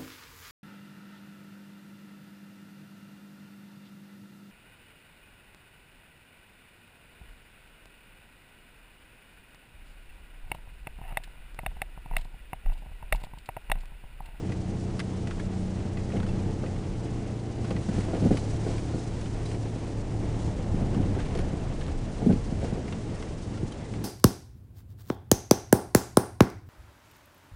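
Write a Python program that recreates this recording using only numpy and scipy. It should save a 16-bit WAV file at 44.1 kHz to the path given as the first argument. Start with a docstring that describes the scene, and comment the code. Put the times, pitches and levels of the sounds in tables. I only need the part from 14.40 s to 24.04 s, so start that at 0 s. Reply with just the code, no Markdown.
"""Inside a car rolling through a bend on a snow-covered street.
The six-cylinder engine hums through the cabin's resonances as the driver eases off, pulls away
and eases off again. Tyres rumble and crunch on packed snow, their hiss merging with the heater fan's.
Loose trim ticks; icy ruts thump the suspension, shake the body and rattle the trim.
Loose snow sprays in the bend, and patches of it swish under the tyres."""
import sys
import numpy as np
from scipy.fft import rfft, irfft, next_fast_len
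from scipy.io import wavfile
from scipy.ndimage import map_coordinates

SR = 44100
rng = np.random.default_rng(int(sys.argv[2]) if len(sys.argv) > 2 else 0)


def unload_wav(signal):
    """Save mono or channel-first audio to the path in sys.argv[1] as 16-bit WAV at rate SR, clipped to [-1, 1]."""
    wavfile.write(
        sys.argv[1],
        SR,
        np.round(np.clip(np.atleast_2d(signal).T, -1, 1) * 32767).astype(np.int16),
    )


N = 425124
TIME_S = np.arange(N) / SR


def amp(db):
    return 10 ** (np.asarray(db) / 20)


def unit_rms(x):
    return x / np.sqrt(np.mean(x ** 2) + 1e-20)


def curve(rows, t=TIME_S):
    """(t/s, value) rows interpolated at t."""
    return np.interp(t, *np.transpose(rows))


def wobble(rate_hz):
    """Smooth random curve, rate_hz knots a second."""
    knots = rng.standard_normal(int(N * rate_hz / SR) + 4)
    return map_coordinates(knots, [TIME_S * rate_hz])


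def filtered(x, response):
    """x through the frequency response response(hz)."""
    size = next_fast_len(len(x) + SR // 2)
    return irfft(rfft(x, size) * response(np.fft.rfftfreq(size, 1 / SR)), size)[:len(x)]


def noise(spectrum):
    """Noise of rms 1, shaped by (f/Hz, level/dB) rows on a log frequency axis."""
    knot_hz, db = np.transpose(spectrum)
    response = lambda hz: amp(np.interp(np.log(hz + 1), np.log(knot_hz + 1), db))
    return unit_rms(filtered(rng.standard_normal(N), response))


def resonance(hz, centre_hz, width_hz):
    """Causal band-pass, gain 1 at its centre."""
    return 1j * hz * width_hz / (centre_hz ** 2 - hz ** 2 + 1j * hz * width_hz)


def add(track, start_s, sound):
    part = track[max(round(start_s * SR), 0):][:len(sound)]
    part += sound[:len(part)]


def fade(t, attack_s, t60_s):
    """Quick rise, exponential decay."""
    return (1 - np.exp(-t / attack_s)) * np.exp(-np.log(1000) * t / t60_s)


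# engine load: t/s, level/dB
ENGINE_LOAD = [(0, -38), (2.2, -39), (2.6, -41), (3.7, -38.5), (4.8, -38.5), (6.6, -38), (7.5, -47.5),
               (9.64, -41)]
# exhaust pulse rate of one three-cylinder bank: t/s, f/Hz
PULSE_RATE = [(0, 30.3), (.5, 30.9), (1.27, 30.95), (2.29, 31.5), (2.71, 28.7), (3.28, 28.5), (3.6, 33.4),
              (4.49, 37.2), (4.87, 36), (6.1, 36.5), (6.46, 33.2), (6.8, 32.3), (7.8, 25.5), (8.4, 22.7),
              (9.64, 22.1)]
# engine-to-cabin resonances: f/Hz, width/Hz, level/dB
CABIN_PATHS = [(72.6, 15, -13.5), (96.3, 15, -2), (101.8, 12.4, 1), (117, 20, -0.5), (132.7, 9.7, -4.5),
               (147, 5.7, -15.5), (190.3, 28, -9), (219, 17.5, -7.5), (296.3, 39, -10.5),
               (340.7, 17.4, -10.5), (362.6, 10, -16.5), (432.5, 30, -14), (589, 18, -26.5), (690, 30, -22),
               (773, 32, -22.5), (876, 20, -27.5)]


def engine(jitter_rad=0.008, uneven_db=-7.5, floor_db=-37, waver_db=2, flutter_db=0.95):
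    """Exhaust pulses excite the cabin; unequal cylinders add lines at thirds of the pulse rate."""
    pulse_hz = curve(PULSE_RATE) * (1 + 0.0007 * wobble(7))
    # early and late firings blur the high harmonics most
    phase = 2 * np.pi * np.cumsum(pulse_hz) / SR + jitter_rad * wobble(30)

    def harmonic(k):
        return np.sqrt(2) * np.sin(k * phase + 2 * np.pi * rng.random())

    def cabin(hz):
        peaks = sum(amp(db) * abs(resonance(hz, f, width)) ** 2 for f, width, db in CABIN_PATHS)
        return amp(floor_db) + peaks

    pulses = sum(harmonic(k) for k in range(2, 31) if k != 6)
    thirds = sum(harmonic(k / 3) for k in range(19, 60) if k % 3)
    hum = filtered(pulses + amp(uneven_db) * thirds, cabin)
    # the sixth harmonic booms near its own resonance
    boom = filtered(harmonic(6), lambda hz: abs(resonance(hz, centre_hz=186, width_hz=29.5)) ** 2)
    # a noisy boom fills the low cabin resonance, more at speed
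    throb = filtered(rng.standard_normal(N), lambda hz: resonance(hz, centre_hz=111.7, width_hz=24) ** 2)
    throb = unit_rms(throb) * amp(-5.5 + 0.8 * (pulse_hz - pulse_hz.max()))
    hum *= amp(waver_db * wobble(4.7) + flutter_db * wobble(16))
    boom *= amp(waver_db * wobble(4.2))
    return amp(curve(ENGINE_LOAD)) * (hum + boom + throb)


# unevenness of the packed snow: t/s, level/dB
SNOW_ROUGHNESS = [(0, -3), (1.5, -1), (1.85, 1), (3.15, -2.5), (3.85, 3), (4.15, 0.8), (5.6, 0), (6.1, 2.5),
                  (6.35, 4), (6.85, 5), (7.5, 1.4), (8.25, 2.5), (8.6, 0), (9.64, -3)]
# tyre noise spectra, the hiss shared with the heater: f/Hz, level/dB
RUMBLE_SPECTRUM = [(10, -16.5), (17, -6), (23, 5.5), (33, -0.5), (45, -1.5), (60, -4), (74, 2), (100, -7.5),
                   (140, -12.5), (250, -66)]
ROAR_SPECTRUM = [(50, -20.5), (90, -1.5), (130, 1.5), (165, 1), (215, -2), (290, -4.5), (370, -7.5),
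                 (470, -8), (590, -11.5), (700, -14), (820, -15), (1000, -21.5), (1400, -33), (3000, -65)]
CRUNCH_SPECTRUM = [(500, -18), (1000, 4), (1450, 2.5), (2050, 2), (2450, -1), (2900, -1), (3500, -5.5),
                   (5000, -14), (10000, -48.5)]
HISS_SPECTRUM = [(800, -16), (2500, -5.5), (4000, 1), (6000, 1.5), (8000, -1), (10000, -6), (12000, -59.5)]


def tyres_and_heater(spray_crunch_db=-58, spray_hiss_db=-55):
    """Uneven packed snow shakes the floor; its crunch and spray join the heater's hiss."""
    rough_db = curve(SNOW_ROUGHNESS)
    # the tyres plough through loose snow in the bend
    spray = curve([(3.15, 0), (3.51, 1), (4.51, 1), (5.43, 0)])
    lumps = wobble(22)
    rumble = amp(-36.5 + 1.2 * rough_db + wobble(4)) * noise(RUMBLE_SPECTRUM)
    roar = amp(-37.5 + 0.75 * rough_db + 0.77 * lumps) * noise(ROAR_SPECTRUM)
    crunch_gain = np.hypot(amp(-53.5 + 0.32 * rough_db), amp(spray_crunch_db) * spray)
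    hiss_gain = np.hypot(amp(-57 + 0.18 * rough_db), amp(spray_hiss_db) * spray)
    crunch = crunch_gain * amp(0.92 * lumps + 0.7 * wobble(130)) * noise(CRUNCH_SPECTRUM)
    hiss = hiss_gain * amp(1.44 * wobble(65) - 0.2 * wobble(1.3)) * noise(HISS_SPECTRUM)
    return rumble + roar + crunch + hiss


# trim contacts: t/s, chatter/dB, ring/dB, f/Hz, edge over chatter/dB, t60/s
TRIM_TICKS = [(.094, -43, -43, 1410, -17, 0.055), (.120, -40, -36, 1960, -12, 0.049),
              (.5935, -36.5, -34, 2130, 0, .045), (.5995, -37.5, -27.5, 1600, -5, 0.05),
              (.603, -45, -34, 2050, -8, .04), (.872, -38.5, -34.5, 1970, -12, 0.044),
              (.909, -37.5, -35, 1430, -17, 0.051), (.997, -41.5, -38, 1720, -9, .07),
              (1.572, -43, -36, 1990, -15, 0.056), (1.702, -47, -43, 1900, -14, .05),
              (1.719, -47, -43, 2500, -14, .06), (1.765, -44, -43, 2390, -14.5, .07),
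              (1.801, -40.5, -33, 1344, -11, .04), (1.83, -44, -35.5, 1460, -13.5, 0.042),
              (1.865, -45, -43, 1260, -10, 0.055), (1.888, -50, -41, 2680, -12, 0.081),
              (1.99, -51, -42, 2460, -17, .05), (2.11, -47, -55, 3500, 5, .008),
              (2.237, -51, -32, 1230, -19, 0.039), (2.261, -51, -37.5, 1980, -18, 0.055),
              (2.362, -45.5, -45, 1510, -16, .05), (3.245, -43.5, -45, 1510, -13, 0.15),
              (3.306, -37.5, -34, 1120, -8, .045), (3.364, -42, -34, 1940, -15.5, 0.054),
              (3.488, -52, -36, 1475, -14, .05), (3.908, -51, -38, 1404, -14, 0.049),
              (3.971, -39, -37, 3000, 0, 0.07), (4.38, -42.5, -43, 2400, -4, 0.065),
              (4.812, -44.5, -45, 2470, -7, 0.054), (4.858, -43, -45, 1920, -10, .06),
              (5.058, -45, -40, 3920, -1, 0.065), (5.116, -44, -44, 2200, -2, 0.035),
              (5.147, -46, -43, 2280, -6, 0.049), (6.545, -41.5, -35, 1135, -9.5, .05),
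              (6.749, -45, -42, 2000, -10, .05), (6.787, -48, -39, 1560, -12, .08),
              (6.802, -45, -39, 1750, -12, .05), (6.857, -46, -44, 2300, -4, .05),
              (6.909, -46, -44, 2100, -6, .03), (6.951, -39, -38, 1840, -3, .04),
              (6.974, -42, -43, 2400, -1, .04), (6.989, -42, -44, 1830, -2.5, 0.062),
              (7.411, -40.5, -38, 1700, -19, 0.07), (7.4655, -43, -52, 4000, 3, .006),
              (7.4815, -41, -42, 2000, -8, .008), (8.479, -43, -39, 2060, -10, .05),
              (8.524, -38.5, -36, 2730, -13.5, .055), (8.8255, -38.5, -37, 2060, -14, .035),
              (9.174, -43.5, -43, 1400, -9.5, .067), (9.321, -46, -38, 3140, 2, 0.041),
              (9.538, -43, -42, 2200, -14, 0.05)]
# modes of a trim piece: frequency ratio, level/dB, t60 ratio
TRIM_MODES = [(1, -.5, .85), (1.28, -6.5, .77), (2.2, -14, .54)]
# spectra of the chatter and its sharp edge: f/Hz, level/dB
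CHATTER_SPECTRUM = [(500, -21), (1100, 2.5), (1700, -0.5), (3200, -4), (4500, -12.5), (9000, -22)]
EDGE_SPECTRUM = [(2000, -23.5), (4500, 3), (7500, -10.5), (10000, -4)]


def loose_trim(contacts, gain_db=-1, buzz_rad=0.05, crack_db=-1, crack_t60_s=0.007):
    """Loose plastic cracks on contact, chatters and rings; the buzzing contact blurs the pitch."""
    t = np.arange(SR // 6) / SR
    ring, chatter_env, edge_env = np.zeros((3, N))
    for start_s, chatter_db, ring_db, hz, edge_db, t60_s in contacts:
        for hz_ratio, mode_db, t60_ratio in TRIM_MODES:
            phase = 2 * np.pi * hz * hz_ratio * t + buzz_rad * np.cumsum(rng.standard_normal(len(t)))
            mode = fade(t, 0.0017, t60_ratio * t60_s) * np.sin(phase)
            add(ring, start_s, amp(ring_db + mode_db) * mode)
        crack = amp(crack_db - 60 * t / crack_t60_s)
        burst = amp(chatter_db) * (fade(t, 0.0012, t60_s) + crack)
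        add(chatter_env, start_s, burst)
        add(edge_env, start_s, amp(edge_db) * burst)
    ticks = amp(gain_db) * (ring + chatter_env * noise(CHATTER_SPECTRUM))
    return ticks + edge_env * noise(EDGE_SPECTRUM)


def snow_lumps(count=16, thump_db=-35.5, clatter_db=-37.5):
    """Small random lumps hit harder on rough snow; rows as in ICY_RUTS."""
    times_s = (np.arange(count) + rng.random(count)) / count * N / SR
    rough_db = curve(SNOW_ROUGHNESS, times_s)
    return zip(times_s, thump_db + rough_db, clatter_db + rough_db)


def struck(modes, t, attack_s, scatter_db=1.5, detune=0.041):
    """One blow on a set of modes, peak 1; neighbours start opposed, so it builds over a few ms."""
    ring = np.zeros(len(t))
    for k, (hz, db, t60_s) in enumerate(modes):
        gain = (-1) ** k * amp(db + scatter_db * rng.normal())
        mode_hz = hz * (1 + detune * rng.normal())
        ring += gain * fade(t, attack_s, t60_s) * np.sin(2 * np.pi * mode_hz * t)
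    return ring / abs(ring).max()


# deeper ruts: t/s, thump/dB, clatter/dB
ICY_RUTS = [(1.735, -21, -29), (1.755, -21, -29), (1.793, -18.5, -39), (2.098, -33, -44), (2.232, -33, -28),
            (3.307, -22.5, -26.5), (3.345, -23, -39), (3.485, -16, -32.5), (3.579, -16, -29),
            (3.682, -20.5, -29.5), (3.706, -28, -28.5), (3.732, -20.5, -23), (3.749, -26.5, -27.5),
            (3.771, -27, -35), (3.804, -23, -37), (3.818, -14, -26.5), (3.834, -16, -26.5),
            (3.847, -10.5, -31), (3.859, -15, -25), (3.906, -8.5, -20.5), (3.923, -16, -26.5),
            (3.943, -20, -27.5), (4.028, -31, -32.5), (4.132, -23.5, -33), (4.263, -25, -25.5),
            (4.295, -33, -28.5), (4.537, -18, -29.5), (4.579, -33, -33), (6.335, -14.5, -40),
            (6.37, -20.5, -37), (6.408, -18.5, -30), (6.46, -23.5, -38), (6.54, -24, -33),
            (6.563, -17, -32.5), (6.594, -17, -31), (6.652, -22, -42), (6.7, -22, -39), (6.762, -24.5, -27),
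            (6.955, -27, -28), (6.99, -23, -29), (7.13, -18, -34), (7.818, -18.5, -28.5), (7.86, -7, -28),
            (7.891, -9, -24.5), (7.902, -15.5, -21.5), (7.928, -16, -32.5), (7.952, -19.5, -41),
            (8.075, -26, -44), (8.116, -17.5, -37), (8.227, -20, -27), (8.241, -24.5, -28.5),
            (8.322, -18, -32.5), (8.346, -27.5, -37.5), (8.37, -32, -34), (8.548, -22.5, -44),
            (9.227, -17.5, -41)]
# modes of body panels and cabin air, then of strut and wheel arch: f/Hz, level/dB, t60/s
BODY_MODES = [(106.2, -5, 0.12), (136, -1.5, 0.088), (187.6, 3.5, 0.096), (229.3, -3, 0.12),
              (261, -2, 0.11), (308, -5, 0.065), (379, -11, 0.06), (465, -21.5, 0.032)]
SUSPENSION_MODES = [(397, 0.5, 0.084), (513.6, 0.5, 0.077), (678, -2.5, 0.085), (818, -7, 0.071),
                    (1436, -16, 0.085)]
# spectra of body shudder and suspension clatter: f/Hz, level/dB
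SHUDDER_SPECTRUM = [(40, -21), (100, 5), (190, -5.5), (270, 0.5), (450, -17), (700, -30), (1400, -44),
                    (4000, -44)]
CLATTER_SPECTRUM = [(180, -23), (330, 14.5), (430, 9), (520, 7), (590, -8), (700, -0.5), (820, -8.5),
                    (1050, -16.5), (1430, -18), (1800, -22), (4000, -27), (10000, -45.5)]


def ruts_and_lumps():
    """Each blow rings and shakes the body; the suspension clunks and clatters, the wheel hops."""
    t = np.arange(SR // 3) / SR
    ring, shudder_power, clatter_power, hop_power = np.zeros((4, N))
    for start_s, thump_db, clatter_db in [*ICY_RUTS, *snow_lumps()]:
        add(ring, start_s, amp(thump_db - 2) * struck(BODY_MODES, t, attack_s=0.0019))
        add(ring, start_s, amp(clatter_db) * struck(SUSPENSION_MODES, t, attack_s=0.0012))
        add(shudder_power, start_s, (amp(thump_db - 16) * fade(t, 0.0033, t60_s=0.15)) ** 2)
        add(clatter_power, start_s, (amp(clatter_db - 3.5) * fade(t, 0.0037, t60_s=0.13)) ** 2)
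        add(hop_power, start_s, (amp(thump_db - 25) * fade(t, 0.018, t60_s=0.93)) ** 2)
    shudder = np.sqrt(shudder_power) * noise(SHUDDER_SPECTRUM)
    clatter = np.sqrt(clatter_power) * noise(CLATTER_SPECTRUM)
    hop = np.sqrt(hop_power) * noise(RUMBLE_SPECTRUM)
    return ring + shudder + clatter + hop


def rattles(bounces=2, gap_s=0.044, loss_db=8, centre_hz=1946, spread=0.28, edge_db=-11.5, t60_s=0.055):
    """Each rut bounces a trim piece, weaker at each contact; rows as in TRIM_TICKS."""
    contacts = [(rut_s + gap_s * (k + rng.random()), clatter_db - 24.5 - loss_db * k)
                for rut_s, _, clatter_db in ICY_RUTS for k in range(bounces)]
    return [(start_s, db, db + 3.5, centre_hz * np.exp(spread * rng.normal()), edge_db, t60_s)
            for start_s, db in contacts]


# loose or crusted snow: centre t/s, length/s, crunch/dB, hiss/dB
SNOW_PATCHES = [(3.588, 0.18, -50.5, -55), (4.326, 0.19, -52, -55), (4.834, .12, -58, -59.5),
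                (5.097, 0.1, -66, -54.5), (6.038, 0.17, -55, -54.5), (6.814, 0.1, -51, -57.5),
                (6.972, .1, -56, -60), (7.433, 0.053, -59, -71.5), (8.254, .12, -51.5, -56.5),
                (8.786, 0.17, -60.5, -59)]


def snow_patches(grain_db=2):
    """Each patch under the tyres swells into a brief gritty swish."""
    crunch_env, hiss_env = np.zeros((2, N))
    for centre_s, length_s, crunch_db, hiss_db in SNOW_PATCHES:
        swell = np.exp(-(2 * (TIME_S - centre_s) / length_s) ** 2)
        crunch_env += amp(crunch_db) * swell
        hiss_env += amp(hiss_db) * swell
    grain = amp(grain_db * wobble(170))
    return grain * (crunch_env * noise(CRUNCH_SPECTRUM) + hiss_env * noise(HISS_SPECTRUM))


def scene():
    """Mono mix behind the windscreen."""
    driving = engine() + tyres_and_heater() + snow_patches() + ruts_and_lumps()
    trim = loose_trim([*TRIM_TICKS, *rattles()])
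    return (driving + trim)[None]


def record(dry):
    """Brick-wall low-pass."""
    cutoff_hz = 10230
    return np.array([filtered(channel, lambda hz: hz < cutoff_hz) for channel in dry])


dry = scene()
out = record(dry)
unload_wav(out)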